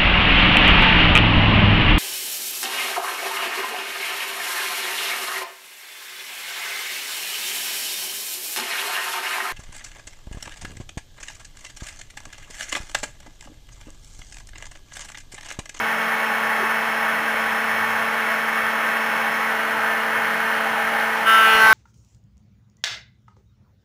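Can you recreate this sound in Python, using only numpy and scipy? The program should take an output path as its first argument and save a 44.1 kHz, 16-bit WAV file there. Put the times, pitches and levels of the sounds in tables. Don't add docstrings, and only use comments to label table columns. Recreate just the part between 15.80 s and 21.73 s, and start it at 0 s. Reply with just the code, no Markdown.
import sys
import numpy as np
from scipy import signal
from scipy.fft import rfft, irfft, next_fast_len
from scipy.io import wavfile
from scipy.ndimage import uniform_filter1d, map_coordinates

SR = 44100
rng = np.random.default_rng(int(sys.argv[2]) if len(sys.argv) > 2 else 0)


def persist_wave(psi):
    counts = np.round(np.clip(psi, -1, 1) * 32767).astype(np.int16)
    wavfile.write(sys.argv[1], SR, np.atleast_2d(counts).T)


def decibels_to_gain(level_db):
    exponent = np.asarray(level_db, float) / 20
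    return 10 ** exponent


N = 261513
T = np.arange(N) / SR
STEP_S = 3.67


def spindle(turns):
    return shaft(turns) + bearing(turns) + air_rush(turns) + panel_boom()


SHAFT_ORDERS = [*range(1, 17), 18, 20, 21, 24, 31, 35, 37]
# level/dB before the speed step, level/dB after it
SHAFT_LEVELS = [(-39, -39.5), (-41, -38.5), (-43, -39.5), (-43.5, -40), (-34.5, -41.5), (-46.5, -40),
                (-40, -35.5), (-33, -32.5), (-43.5, -46), (-37.5, -49), (-46, -45), (-48, -57), (-55, -47),
                (-51.5, -48.5), (-56, -58), (-66, -64), (-74, -73), (-77, -64), (-81, -69), (-51.5, -56),
                (-72, -69), (-77, -68), (-67.5, -66)]


def shaft(turns):
    after = ramp(T, STEP_S, 0.044)
    low = tones(SHAFT_ORDERS[:3], SHAFT_LEVELS[:3], turns, after, wobble_db=0.32, wander=0.036, rate=30)
    high = tones(SHAFT_ORDERS[3:], SHAFT_LEVELS[3:], turns, after, wobble_db=1.23, wander=0.22, rate=20)
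    return low + high


BALL_ORDERS = [4.55, 5.65, 5.85, 6.65, 8.65, 9.65, 9.85, 10.65, 11.65, 12.65, 12.85, 13.65, 14.55, 17.3,
               18.3, 18.9, 20.4, 29.1]
# level/dB before the speed step, level/dB after it
BALL_LEVELS = [(-43.5, -42.5), (-40.5, -40), (-41, -38), (-42.5, -36.5), (-41.5, -40), (-42, -41.5),
               (-39.5, -39), (-48.5, -59), (-42.5, -47), (-73, -66), (-67, -51.5), (-49, -49.5), (-48, -50),
               (-74, -68), (-61, -59.5), (-58.5, -55), (-74, -63.1), (-58, -64)]


def bearing(turns):
    after = ramp(T, STEP_S, 0.044)
    return tones(BALL_ORDERS, BALL_LEVELS, turns, after, wobble_db=1.53, wander=0.35, rate=21.97)


# f/Hz, level/dB per Hz
RUSH_COLOUR = [(25, -50), (100, -28), (200, -18), (370, -20), (520, -9.5), (720, -7), (1150, -5),
               (1500, -3), (2050, -9), (2450, -12), (3300, -19), (3800, -25.5), (6000, -31), (9000, -40)]
# f/Hz, width/Hz, level/dB
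CABINET_MODES = [(830, 127, 6.5), (980, 45, 0), (1593, 156, 3.5), (1792, 145, 6), (1940, 35, 6),
                 (2224, 84, 2.5), (2793, 117, 3), (1133, 34, -7.5), (743, 39, -13.5), (2460, 41, -3),
                 (3030, 56, -4.5), (3300, 60, -4.5), (4790, 200, -5)]


def air_rush(turns):
    throb = 1 + 0.16 * np.cos(2 * np.pi * turns) + 0.09 * np.cos(2 * np.pi * 2 * turns)
    rush = noise(RUSH_COLOUR, CABINET_MODES, flicker_db=.8, rate=40, ripple_db=1.5)
    return rush * throb * decibels_to_gain(-23.5 + 0.11 * T)


def panel_boom():
    boom = signal.lfilter(*signal.iirpeak(835, 9, fs=SR), rng.standard_normal(N))
    return boom / np.std(boom) * decibels_to_gain(-36.5 + 4 * walk(1.68))


def speed():
    idle = 223.1 - .4 * np.exp(-T / .7) + .07 * walk(3)
    droop_s, recover_at_s, recover_s = .11, 4.1, 1.05
    fall = ramp(T, STEP_S - droop_s / 2, droop_s)
    recovery = ramp(T, recover_at_s, recover_s) ** 1.5
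    droop = 1.05 * (fall - recovery)
    sag = 6.9 * np.maximum(T - 5.49, 0)
    return idle - droop - sag


TOUCH_S = 5.453


def cutter(turns):
    touch_db = -24 * np.exp(-np.maximum(T - TOUCH_S, 0) / .009)
    chatter = 0.19 * walk(28)
    depth = 5.1 * np.maximum(T - 5.56, 0) + chatter
    small_tool = signal.butter(3, 330, "high", fs=SR, output="sos")
    torn = chips(turns, depth, touch_db) + squeal(turns, depth, touch_db)
    return (T > TOUCH_S) * (cut_ring(turns, depth, touch_db) + signal.sosfilt(small_tool, torn))


# level/dB at first touch, level/dB in a shallow cut, level/dB in a deep cut
CUT_LEVELS = [(-44, -31.5, -35), (-43, -49, -40), (-34, -26, -23.5), (-28.5, -27, -20), (-15, -20, -21.5),
              (-18.5, -18, -13), (-36, -43, -48.0), (-30, -26, -23.5), (-35.0, -38, -29), (-34, -28.5, -36),
              (-32, -28.5, -36), (-26.5, -26, -40), (-31.5, -35, -38), (-41, -36, -49), (-36.5, -40, -53),
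              (-43, -47, -36), (-58, -62.0, -50.0), (-55, -36, -39), (-62.0, -61.0, -52), (-49, -45, -46.0),
              (-54.0, -63.0, -61.0), (-49, -55, -43), (-47, -56, -45.0), (-61.0, -45, -45), (-62, -49, -48),
              (-64.0, -63.0, -61.0), (-61, -58.0, -61.0), (-57, -64.0, -62.0)]


def cut_ring(turns, depth, touch_db):
    ring = tones(range(2, 30), CUT_LEVELS, turns, depth, wobble_db=1.1, wander=0.18, rate=30, spread=0.49)
    return ring * decibels_to_gain(0.65 + touch_db)


# f/Hz, level/dB per Hz
CHIP_COLOUR = [(60, -50), (200, -21), (500, -14), (900, -9), (1400, -1), (2000, -10.5), (2900, -12.5),
               (3600, -18.5), (4200, -24), (4900, -29), (6000, -28), (8000, -31.5), (14000, -55)]


def chips(turns, depth, touch_db):
    hiss = noise(CHIP_COLOUR, [], flicker_db=1.4, rate=25, ripple_db=1.5)
    level_db = -27.5 + 3.5 * depth + touch_db / 2
    return hiss * (.5 + puff(turns)) * decibels_to_gain(level_db + 1.4 * size_each_turn(turns))


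# f/Hz, level/dB per Hz
SQUEAL_COLOUR = [(3000, -50), (4900, -14), (5300, 0), (5800, -4), (6300, -4), (7000, -20), (10000, -50)]


def squeal(turns, depth, touch_db):
    rub = noise(SQUEAL_COLOUR, [], flicker_db=2.5, rate=40, ripple_db=2.5)
    level_db = -54 + 9.5 * ramp(depth, 0.75, 0.46) + touch_db / 2
    return rub * (.2 + puff(turns)) * decibels_to_gain(level_db + 4 * size_each_turn(turns))


def puff(turns):
    return np.exp(-(turns % 1) / 0.46)


def size_each_turn(turns):
    return rng.standard_normal(N // 100)[turns.astype(int)]


def lathe():
    return electric_tones() + hum_spells() + knocks()


MOTOR_HZ = [300, 1200.7, 1261, 1480]
MOTOR_LEVELS = [(-56.5,), (-43,), (-58,), (-51,)]


def electric_tones():
    return tones(MOTOR_HZ, MOTOR_LEVELS, T, 0, wobble_db=4.5, wander=.4, rate=15)


# t/s at the start, length/s, f/Hz, level/dB
HUM_SPELLS = [(-.05, .13, 103, -52), (.06, 0.24, 178, -53), (.59, 0.13, 103, -54.5), (.62, .3, 60, -63),
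              (1.1, .17, 60, -59), (1.17, 0.2, 178, -48), (1.5, .28, 60, -58), (1.63, .1, 105, -54),
              (1.828, 0.44, 103, -52.5), (2.25, .07, 60, -60), (2.47, .07, 60, -60), (2.79, .1, 103, -55),
              (2.8, .07, 60, -62), (3.38, 0.23, 178, -58), (3.896, 0.185, 105, -56), (4.347, .15, 103, -52),
              (4.46, .2, 178, -50), (5.01, .27, 60, -60), (5.02, .07, 103, -56), (5.5, .15, 60, -63),
              (5.6, .3, 178, -53)]


def hum_spells():
    out = np.zeros(N)
    wobble_db, wander = 1.2 * walk(12), .3 * walk(12)
    edge_s = .03
    for start, length, hz, db in HUM_SPELLS:
        fade_in = ramp(T, start - edge_s, 2 * edge_s)
        fade_out = ramp(T, start + length - edge_s, 2 * edge_s)
        hum = np.sin(2 * np.pi * hz * T + wander)
        out += (fade_in - fade_out) * np.sqrt(2) * decibels_to_gain(db + wobble_db) * hum
    return out


# t/s at the peak, level/dB at the peak, f/Hz, half length/s
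KNOCKS = [(0.808, -28, 400, 0.0071), (0.833, -23.5, 390, 0.0069), (0.853, -35, 430, .012),
          (4.65, -38, 4150, .003), (4.684, -41, 4100, .003), (4.944, -43, 4200, .003),
          (5.2, -26, 4200, .0005), (5.7535, -29, 60, 0.0022), (5.84, -30, 90, 0.0016),
          (5.853, -28, 150, .0025), (5.883, -44, 60, .004), (5.91, -33, 40, .004), (5.916, -34, 60, .004),
          (5.928, -36, 70, .004)]


def knocks():
    out = np.zeros(N)
    for peak_s, db, hz, half_s in KNOCKS:
        swell = np.exp(-((T - peak_s) / half_s) ** 2)
        out += decibels_to_gain(db) * np.cos(2 * np.pi * hz * (T - peak_s)) * swell
    return out


def tones(multiples, table, turns, stage, wobble_db, wander, rate, spread=1):
    out = np.zeros(N)
    for multiple, levels in zip(multiples, table):
        db = np.interp(stage, np.arange(len(levels)), levels) + wobble_db * walk(rate)
        phase = 2 * np.pi * (multiple * turns + spread * rng.random()) + wander * walk(rate)
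        out += decibels_to_gain(db) * np.sin(phase)
    return np.sqrt(2) * out


def noise(colour, peaks, flicker_db, rate, ripple_db):
    size = next_fast_len(N)
    hz = np.maximum(np.arange(size // 2 + 1) * SR / size, 1)
    colour_hz, colour_db = np.transpose(colour)
    db = np.interp(np.log(hz), np.log(colour_hz), colour_db)
    for f, width, height in peaks:
        db = db + height / (1 + (2 * (hz - f) / width) ** 2)
    db = db + ripple_db * np.interp(hz / 25, np.arange(900), rng.standard_normal(900))
    spectrum = rfft(rng.standard_normal(size)) * decibels_to_gain(db) * np.minimum(hz / 50, 1) ** 2
    place = np.clip(3 * np.log2(hz / 20), 0, 29)
    out = np.zeros(N)
    for k in range(30):
        band = np.clip(1 - abs(place - k), 0, 1)
        out += irfft(spectrum * band, size)[:N] * decibels_to_gain(flicker_db * walk(rate))
    return out / np.std(out)


def walk(rate):
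    k = int(SR / rate)
    held = np.repeat(rng.standard_normal(N // k + 1), k)
    return 1.161 * uniform_filter1d(uniform_filter1d(held, k), k)[:N]


def ramp(x, start, span):
    return np.clip((x - start) / span, 0, 1)


def scene():
    turns = np.cumsum(speed()) / SR
    return (spindle(turns) + cutter(turns) + lathe())[None]


# t/s of the first block, block length/s, slip at its start [samples], step length/s, slip a step [samples]
SLIPS = (-.607, .895, .45, .1435, .31)


def repeat_nearest(x):
    start, block, block_slip, step, slip = SLIPS
    ratio = 31999.87 / SR
    blocks, age = np.divmod(T - start, block)
    slipped = blocks * (block_slip + block // step * slip) + age // step * slip
    place = np.arange(N) * ratio + slipped
    nearest = np.arange(N) + (np.round(place) - place) / ratio
    held = map_coordinates(x, [nearest], order=3, mode="nearest")
    return signal.sosfiltfilt(signal.ellip(12, .1, 70, 15430, fs=SR, output="sos"), held)


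def thin_quiet_gap(x, keep_db):
    window, size, overlap = ("tukey", .5), 2816, 768
    hz, _, cells = signal.stft(x, SR, window, size, overlap)
    inside = (hz > 11300) & (hz < 12850)
    gap = cells[inside]
    rms = np.sqrt(np.mean(abs(gap) ** 2, axis=0))
    threshold = rms * decibels_to_gain(keep_db + 1.2 * rng.standard_normal(gap.shape[1]))
    cells[inside] = gap * (abs(gap) > threshold)
    return signal.istft(cells, SR, window, size, overlap)[1][:N]


def low_pass(x):
    return signal.sosfilt(signal.butter(12, 15950, fs=SR, output="sos"), x)


def record(dry):
    soft = .95 * np.tanh(dry[0] / .95)
    held = repeat_nearest(soft)
    mix = thin_quiet_gap(held, keep_db=2.2)
    return low_pass(mix[None])


dry = scene()
out = record(dry)
persist_wave(out)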